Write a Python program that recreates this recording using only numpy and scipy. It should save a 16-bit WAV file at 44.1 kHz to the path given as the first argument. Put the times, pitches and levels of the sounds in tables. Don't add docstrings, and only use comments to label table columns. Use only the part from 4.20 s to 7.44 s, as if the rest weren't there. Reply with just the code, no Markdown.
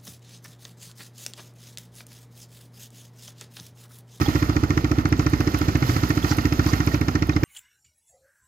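import sys
import numpy as np
from scipy import signal
from scipy.fft import rfft, irfft, next_fast_len
from scipy.io import wavfile

SR = 44100
rng = np.random.default_rng(int(sys.argv[2]) if len(sys.argv) > 2 else 0)


def volts_from_decibels(level):
    exponent = np.asarray(level, float) / 20
    return 10 ** exponent


def file_out(sig):
    cols = np.atleast_2d(sig).T
    lim = np.clip(cols, -1, 1)
    pcm = np.round(lim * 32767).astype(np.int16)
    wavfile.write(sys.argv[1], SR, pcm)


N = 142884

# start_s, level_db, tilt_db (upper pipe mode against the one below)
ENGINE_LOAD = [
    (0, -0.3, -0.5),
    (.5, -0.2, -0.4),
    (1.0, 1.5, -1.5),
    (1.3, -0.1, 0.5),
    (1.65, 0, -3),
    (2.0, -0.1, -2),
    (2.3, 1, -1),
    (2.7, 0.5, -3),
    (3.24, .5, -0.5),
]
# pitch_hz, level_db, t60_s
PIPE_MODES = [
    (59.2, -25, 0.71),
    (104.7, -6, .093),
    (185.8, -17, 0.082),
    (250.5, -21.5, 0.9),
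    (315.6, -9.5, 0.095),
]
MODE_SIGNS = [-1, 1, -1, -1, 1]
MODE_TILT = [0, 0, 0, -1, 1]
# delay_s, share
THUMP_ECHOES = [
    (.0138, 0.54),
    (0.0308, 0.091),
]
# low_hz, high_hz, late_s, decay_s, left_db, right_db
PUFF_BANDS = [
    (60, 220, .008, .03, -35, -32),
    (220, 400, .007, .025, -33, -30),
    (500, 1000, .0058, .006, -31, -31),
    (1000, 1600, .005, .005, -32, -25),
    (1650, 2600, .0045, .0035, -35, -23),
    (2600, 4500, .0036, .003, -38, -34),
    (4500, 7500, .0034, .0018, -29, -31),
    (8000, 15500, .0034, .003, -56, -52),
]
# start_s, level_db
WATER_SURGE = [(0, -42.5), (.12, -40), (.35, -47.5), (.85, -51.5), (1.15, -46), (1.4, -43), (1.6, -46),
               (1.72, -37.5), (1.82, -44), (2.03, -43.5), (2.11, -37.5), (2.2, -45.5), (2.4, -44.5),
               (2.49, -39.5), (2.58, -46.5), (2.68, -43.5), (2.85, -50), (3.24, -53)]
# pitch_hz, level_db (per hz)
WASH_COLOUR_LEFT = [(35, -53), (90, -51.5), (330, -62.5), (700, -79), (2500, -80), (6500, -97),
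                    (8700, -110), (15500, -121)]
# pitch_hz, level_db (per hz)
WASH_COLOUR_RIGHT = [(35, -45), (90, -50.5), (330, -61.5), (700, -65), (2500, -75.5), (6500, -77.5),
                     (8500, -93), (14000, -81)]
# pitch_hz, share
SURGE_SHARE = [(200, 0.05), (1000, 0.43), (4000, 0.75), (10000, 1)]
# pitch_hz, share
PORT_LIKENESS = [(100, .9), (350, .85), (600, .8), (3000, .7), (7000, .5), (10000, .05)]
# start_s, level_db (peak)
SPRAY_TICKS = [(0.1595, -48), (0.4389, -43), (0.7178, -42), (0.8899, -41), (1.0989, -39), (1.206, -38),
               (1.2256, -58), (1.3119, -51.5), (1.387, -33.5), (1.533, -57), (1.5724, -37), (1.7694, -37),
               (1.8913, -36), (2.169, -33), (2.2822, -57), (2.3356, -35.5), (2.472, -32), (2.664, -32.5),
               (2.754, -41), (2.8095, -38), (3.0703, -39.5), (3.1612, -46)]
# middle_s (less half the length), level_db, pitch_hz, length_s
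NEAR_SPLASHES = [
    (2.095, -35, 5000, .035),
    (2.11, -31, 1500, .02),
    (2.172, -40, 10000, .008),
    (2.48, -37, 5000, .03),
    (2.481, -34, 900, .025),
]
# start_s, level_db, pitch_hz, t60_s
SINGLE_DRIPS = [
    (.06, -25, 780, .08),
    (.061, -24, 3250, .04),
    (.977, -38, 7300, .03),
    (2.028, -27, 3300, .035),
    (2.108, -27, 5500, .03),
    (2.126, -23, 800, .035),
    (2.193, -32, 4600, .02),
    (2.493, -30, 4700, .03),
    (2.716, -30, 1800, .03),
    (3.133, -32, 3700, .03),
]
# start_s, level_db
HULL_KNOCKS = [
    (1.627, -9.5),
    (1.643, -15),
    (1.692, -5),
    (1.724, -10),
    (1.756, -16),
    (2.118, -24),
]
# pitch_hz, width_hz, boost_db (negative cuts)
PORT_PEAKS_LEFT = [(444, 290, -2), (788, 106, 6.5), (1110, 260, 10.5), (1473, 95, 9), (4170, 2500, 8),
                   (5590, 1080, 12), (6560, 420, 14), (8240, 3170, -25.5)]
# pitch_hz, width_hz, boost_db (negative cuts)
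PORT_PEAKS_RIGHT = [(518, 125, -3), (1395, 425, 12.5), (1627, 600, -9), (1844, 132, 11.5), (2087, 114, 7.5),
                    (5000, 1800, 2), (6180, 370, -5.5), (6830, 460, 3), (15570, 1400, -19)]

FIRST_FIRING_S, FIRING_PERIOD_S = 0.01042, 0.069964
VALVE_SOFT_HZ, FIRING_SPREAD_DB, MODE_SPREAD_DB, THUMP_PAN_DB = 600, 0.4, 0.8, 1.8
PUFF_RISE_S, PUFF_SPREAD_DB, PUFF_TAIL_S, PUFF_TAIL_DB = 0.0012, 2.6, 0.025, -20
LEFT_LAG_S, LAG_ABOVE_HZ = 0.00043, 450
DROPS_PER_S, DROP_DB, DROP_SPREAD_DB = 350, -48, 3.2
DROP_LEFT_DB, DROP_RIGHT_DB = -12, 3
DRIP_RISE_PER_S = 6
KNOCK_HZ, KNOCK_T60_S = 121.5, 0.19
BASS_CUT_HZ, TOP_CUT_HZ = 68.5, 15730


def at_hz(points, hz):
    table_hz, values = np.transpose(points)
    return np.interp(np.log(hz + 1e-9), np.log(table_hz), values)


def swing(rows):
    db = np.interp(np.arange(N) / SR, *np.transpose(rows)[:2])
    return db - db.mean()


def drift(rate_hz):
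    r = np.exp(-2 * np.pi * rate_hz * 40 / SR)
    slow = signal.lfilter([1], [1, -2 * r, r * r], rng.standard_normal(N // 40 + 2002))[2000:]
    return np.interp(np.arange(N) / 40, np.arange(len(slow)), slow / slow.std())


def ring(clicks, hz, t60):
    r = volts_from_decibels(-60 / (t60 * SR))
    w = 2 * np.pi * hz / SR
    return signal.lfilter([0, np.sin(w)], [1, -2 * r * np.cos(w), r * r], clicks + 1e-18)


def fade(x, seconds):
    return signal.lfilter([1], [1, -np.exp(-1 / (seconds * SR))], x + 1e-18)


def clicks_at(s, sizes):
    out = np.zeros(N + 2 * SR)
    places = (np.asarray(s) * SR).round().astype(int) + SR
    np.add.at(out, places, sizes)
    return out[:N + SR]


def band_pass(x, low_hz, high_hz):
    return signal.sosfilt(signal.butter(3, [low_hz, high_hz], "band", fs=SR, output="sos"), x)


def pair(hz):
    shared, *own = rng.standard_normal((3, N))
    alike = np.clip(at_hz(PORT_LIKENESS, hz), 0, 1)
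    lag = int(LEFT_LAG_S * SR) if hz > LAG_ABOVE_HZ else 0
    late = np.roll(shared, lag)
    return np.sqrt(alike) * np.array([late, shared]) + np.sqrt(1 - alike) * np.array(own)


def firings():
    return FIRST_FIRING_S + FIRING_PERIOD_S * np.arange(-6, 47)


def thump():
    s = firings()
    chance = rng.standard_normal((len(s), 1 + len(PIPE_MODES)))
    load_s, _, load_tilt_db = np.transpose(ENGINE_LOAD)
    tilt_db = np.interp(s, load_s, load_tilt_db)
    pipe = 0
    for k, (hz, db, t60) in enumerate(PIPE_MODES):
        firing_db = db + MODE_TILT[k] * tilt_db
        firing_db = firing_db + FIRING_SPREAD_DB * chance[:, 0] + MODE_SPREAD_DB * chance[:, k + 1]
        pipe = pipe + MODE_SIGNS[k] * ring(clicks_at(s, volts_from_decibels(firing_db)), hz, t60)
    r = np.exp(-2 * np.pi * VALVE_SOFT_HZ / SR)
    pipe = signal.lfilter([(1 - r) ** 2], [1, -2 * r, r * r], pipe)
    echoes = sum(share * np.roll(pipe, int(delay * SR)) for delay, share in THUMP_ECHOES)
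    return (pipe + echoes)[SR:] * volts_from_decibels(THUMP_PAN_DB * np.array([[-1], [1]]))


def puffs():
    out, s = 0, firings()
    chance = rng.standard_normal((len(s), 1 + len(PUFF_BANDS)))
    for k, (low_hz, high_hz, late, decay, left_db, right_db) in enumerate(PUFF_BANDS):
        size_db = PUFF_SPREAD_DB * (0.2 * chance[:, 0] + 0.4 * chance[:, k + 1])
        hits = fade(clicks_at(s + late, volts_from_decibels(size_db)), PUFF_RISE_S) / (PUFF_RISE_S * SR)
        shape = fade(hits, decay) + volts_from_decibels(PUFF_TAIL_DB) * fade(hits, PUFF_TAIL_S)
        gas = band_pass(pair(np.sqrt(low_hz * high_hz)), low_hz, high_hz)
        out = out + gas / gas.std() * shape[SR:] * volts_from_decibels(np.array([[left_db], [right_db]]))
    return out


def wash(surge_db, patchy_db):
    size = next_fast_len(N)
    hz = np.arange(size // 2 + 1) * SR / size
    colour_db = np.array([at_hz(WASH_COLOUR_LEFT, hz), at_hz(WASH_COLOUR_RIGHT, hz)])
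    colour = volts_from_decibels(colour_db) * np.sqrt(SR / 2)
    out, together = 0, drift(14.6)
    for centre_hz in 25 * 2 ** np.arange(0, 10, 0.5):
        window = np.cos(np.pi * np.clip(np.log2(hz / centre_hz + 1e-9), -0.5, 0.5))
        band = irfft(rfft(pair(centre_hz), size) * window * colour, size)[:, :N]
        share = np.clip(at_hz(SURGE_SHARE, centre_hz), 0, 1.5)
        flicker_db = 1.14 * patchy_db * drift(60)
        out = out + band * volts_from_decibels(share * (surge_db + patchy_db * together) + flicker_db)
    return out


def random_drops(surge_db):
    sizes = volts_from_decibels(DROP_DB + DROP_SPREAD_DB * np.minimum(rng.exponential(1, N), 3))
    sizes = sizes * rng.choice([-1, 1], N)
    born = rng.random(N) < DROPS_PER_S * volts_from_decibels(2 * surge_db) / SR
    pitch_number = rng.integers(0, 18, N)
    out = np.zeros(N)
    for k, hz in enumerate(np.geomspace(1500, 14500, num=18)):
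        out += ring(sizes * born * (pitch_number == k), hz, 16 / hz)
    return out


def drips():
    t, out = np.arange(N) / SR, np.zeros(N)
    for s, db, hz, t60 in SINGLE_DRIPS:
        age = np.clip(t - s, 0, 2 * t60)
        height = volts_from_decibels(db - 60 * age / t60) * (1 - np.exp(-age / 0.00034))
        tone = np.sin(2 * np.pi * hz * age * (1 + DRIP_RISE_PER_S * age / 2))
        out += height * tone * (age < 2 * t60)
    return out


def splashes():
    t, out = np.arange(N) / SR, np.zeros(N)
    ticks = [(s + 0.00046, db + 4, 13000, 0.002) for s, db in SPRAY_TICKS]
    for s, db, hz, length in [*NEAR_SPLASHES, *ticks]:
        burst = band_pass(rng.standard_normal(N), hz * 0.74, hz * 1.35)
        shape = np.exp(-(2 * (t - s - length / 2) / length) ** 2)
        out += volts_from_decibels(db) * burst / burst.std() * shape
    return out


def droplets(surge_db):
    water = random_drops(surge_db) + drips() + splashes()
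    return water * volts_from_decibels(np.array([[DROP_LEFT_DB], [DROP_RIGHT_DB]]))


def knocks():
    s, db = np.transpose(HULL_KNOCKS)
    slaps = fade(clicks_at(s, volts_from_decibels(db)), 0.0013) / (0.0022 * SR)
    body = ring(slaps, KNOCK_HZ, KNOCK_T60_S)
    return body[SR:] * volts_from_decibels(np.array([[-1], [1]]))


def scene():
    surge_db = swing(WATER_SURGE)
    engine = volts_from_decibels(swing(ENGINE_LOAD)) * (thump() + puffs())
    return engine + wash(surge_db, patchy_db=1.44) + droplets(surge_db) + knocks()


def port(x, peaks):
    for hz, width_hz, db in peaks:
        w, g = 2 * np.pi * hz / SR, volts_from_decibels(db / 2)
        a = np.sin(w) * width_hz / hz / 2
        middle = -2 * np.cos(w)
        x = signal.lfilter([1 + a * g, middle, 1 - a * g], [1 + a / g, middle, 1 - a / g], x)
    return x


def low_pass(x):
    return signal.sosfilt(signal.butter(12, 15730, fs=SR, output="sos"), x)


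def record(dry):
    x = np.array([port(dry[0], PORT_PEAKS_LEFT), port(dry[1], PORT_PEAKS_RIGHT)])
    r = np.exp(-2 * np.pi * BASS_CUT_HZ / SR)
    x = signal.lfilter([1, -2, 1], [1, -2 * r, r * r], x)
    x = signal.sosfilt(signal.ellip(8, 0.5, 22, TOP_CUT_HZ, fs=SR, output="sos"), x)
    return low_pass(x)


dry = scene()
out = record(dry)
file_out(out)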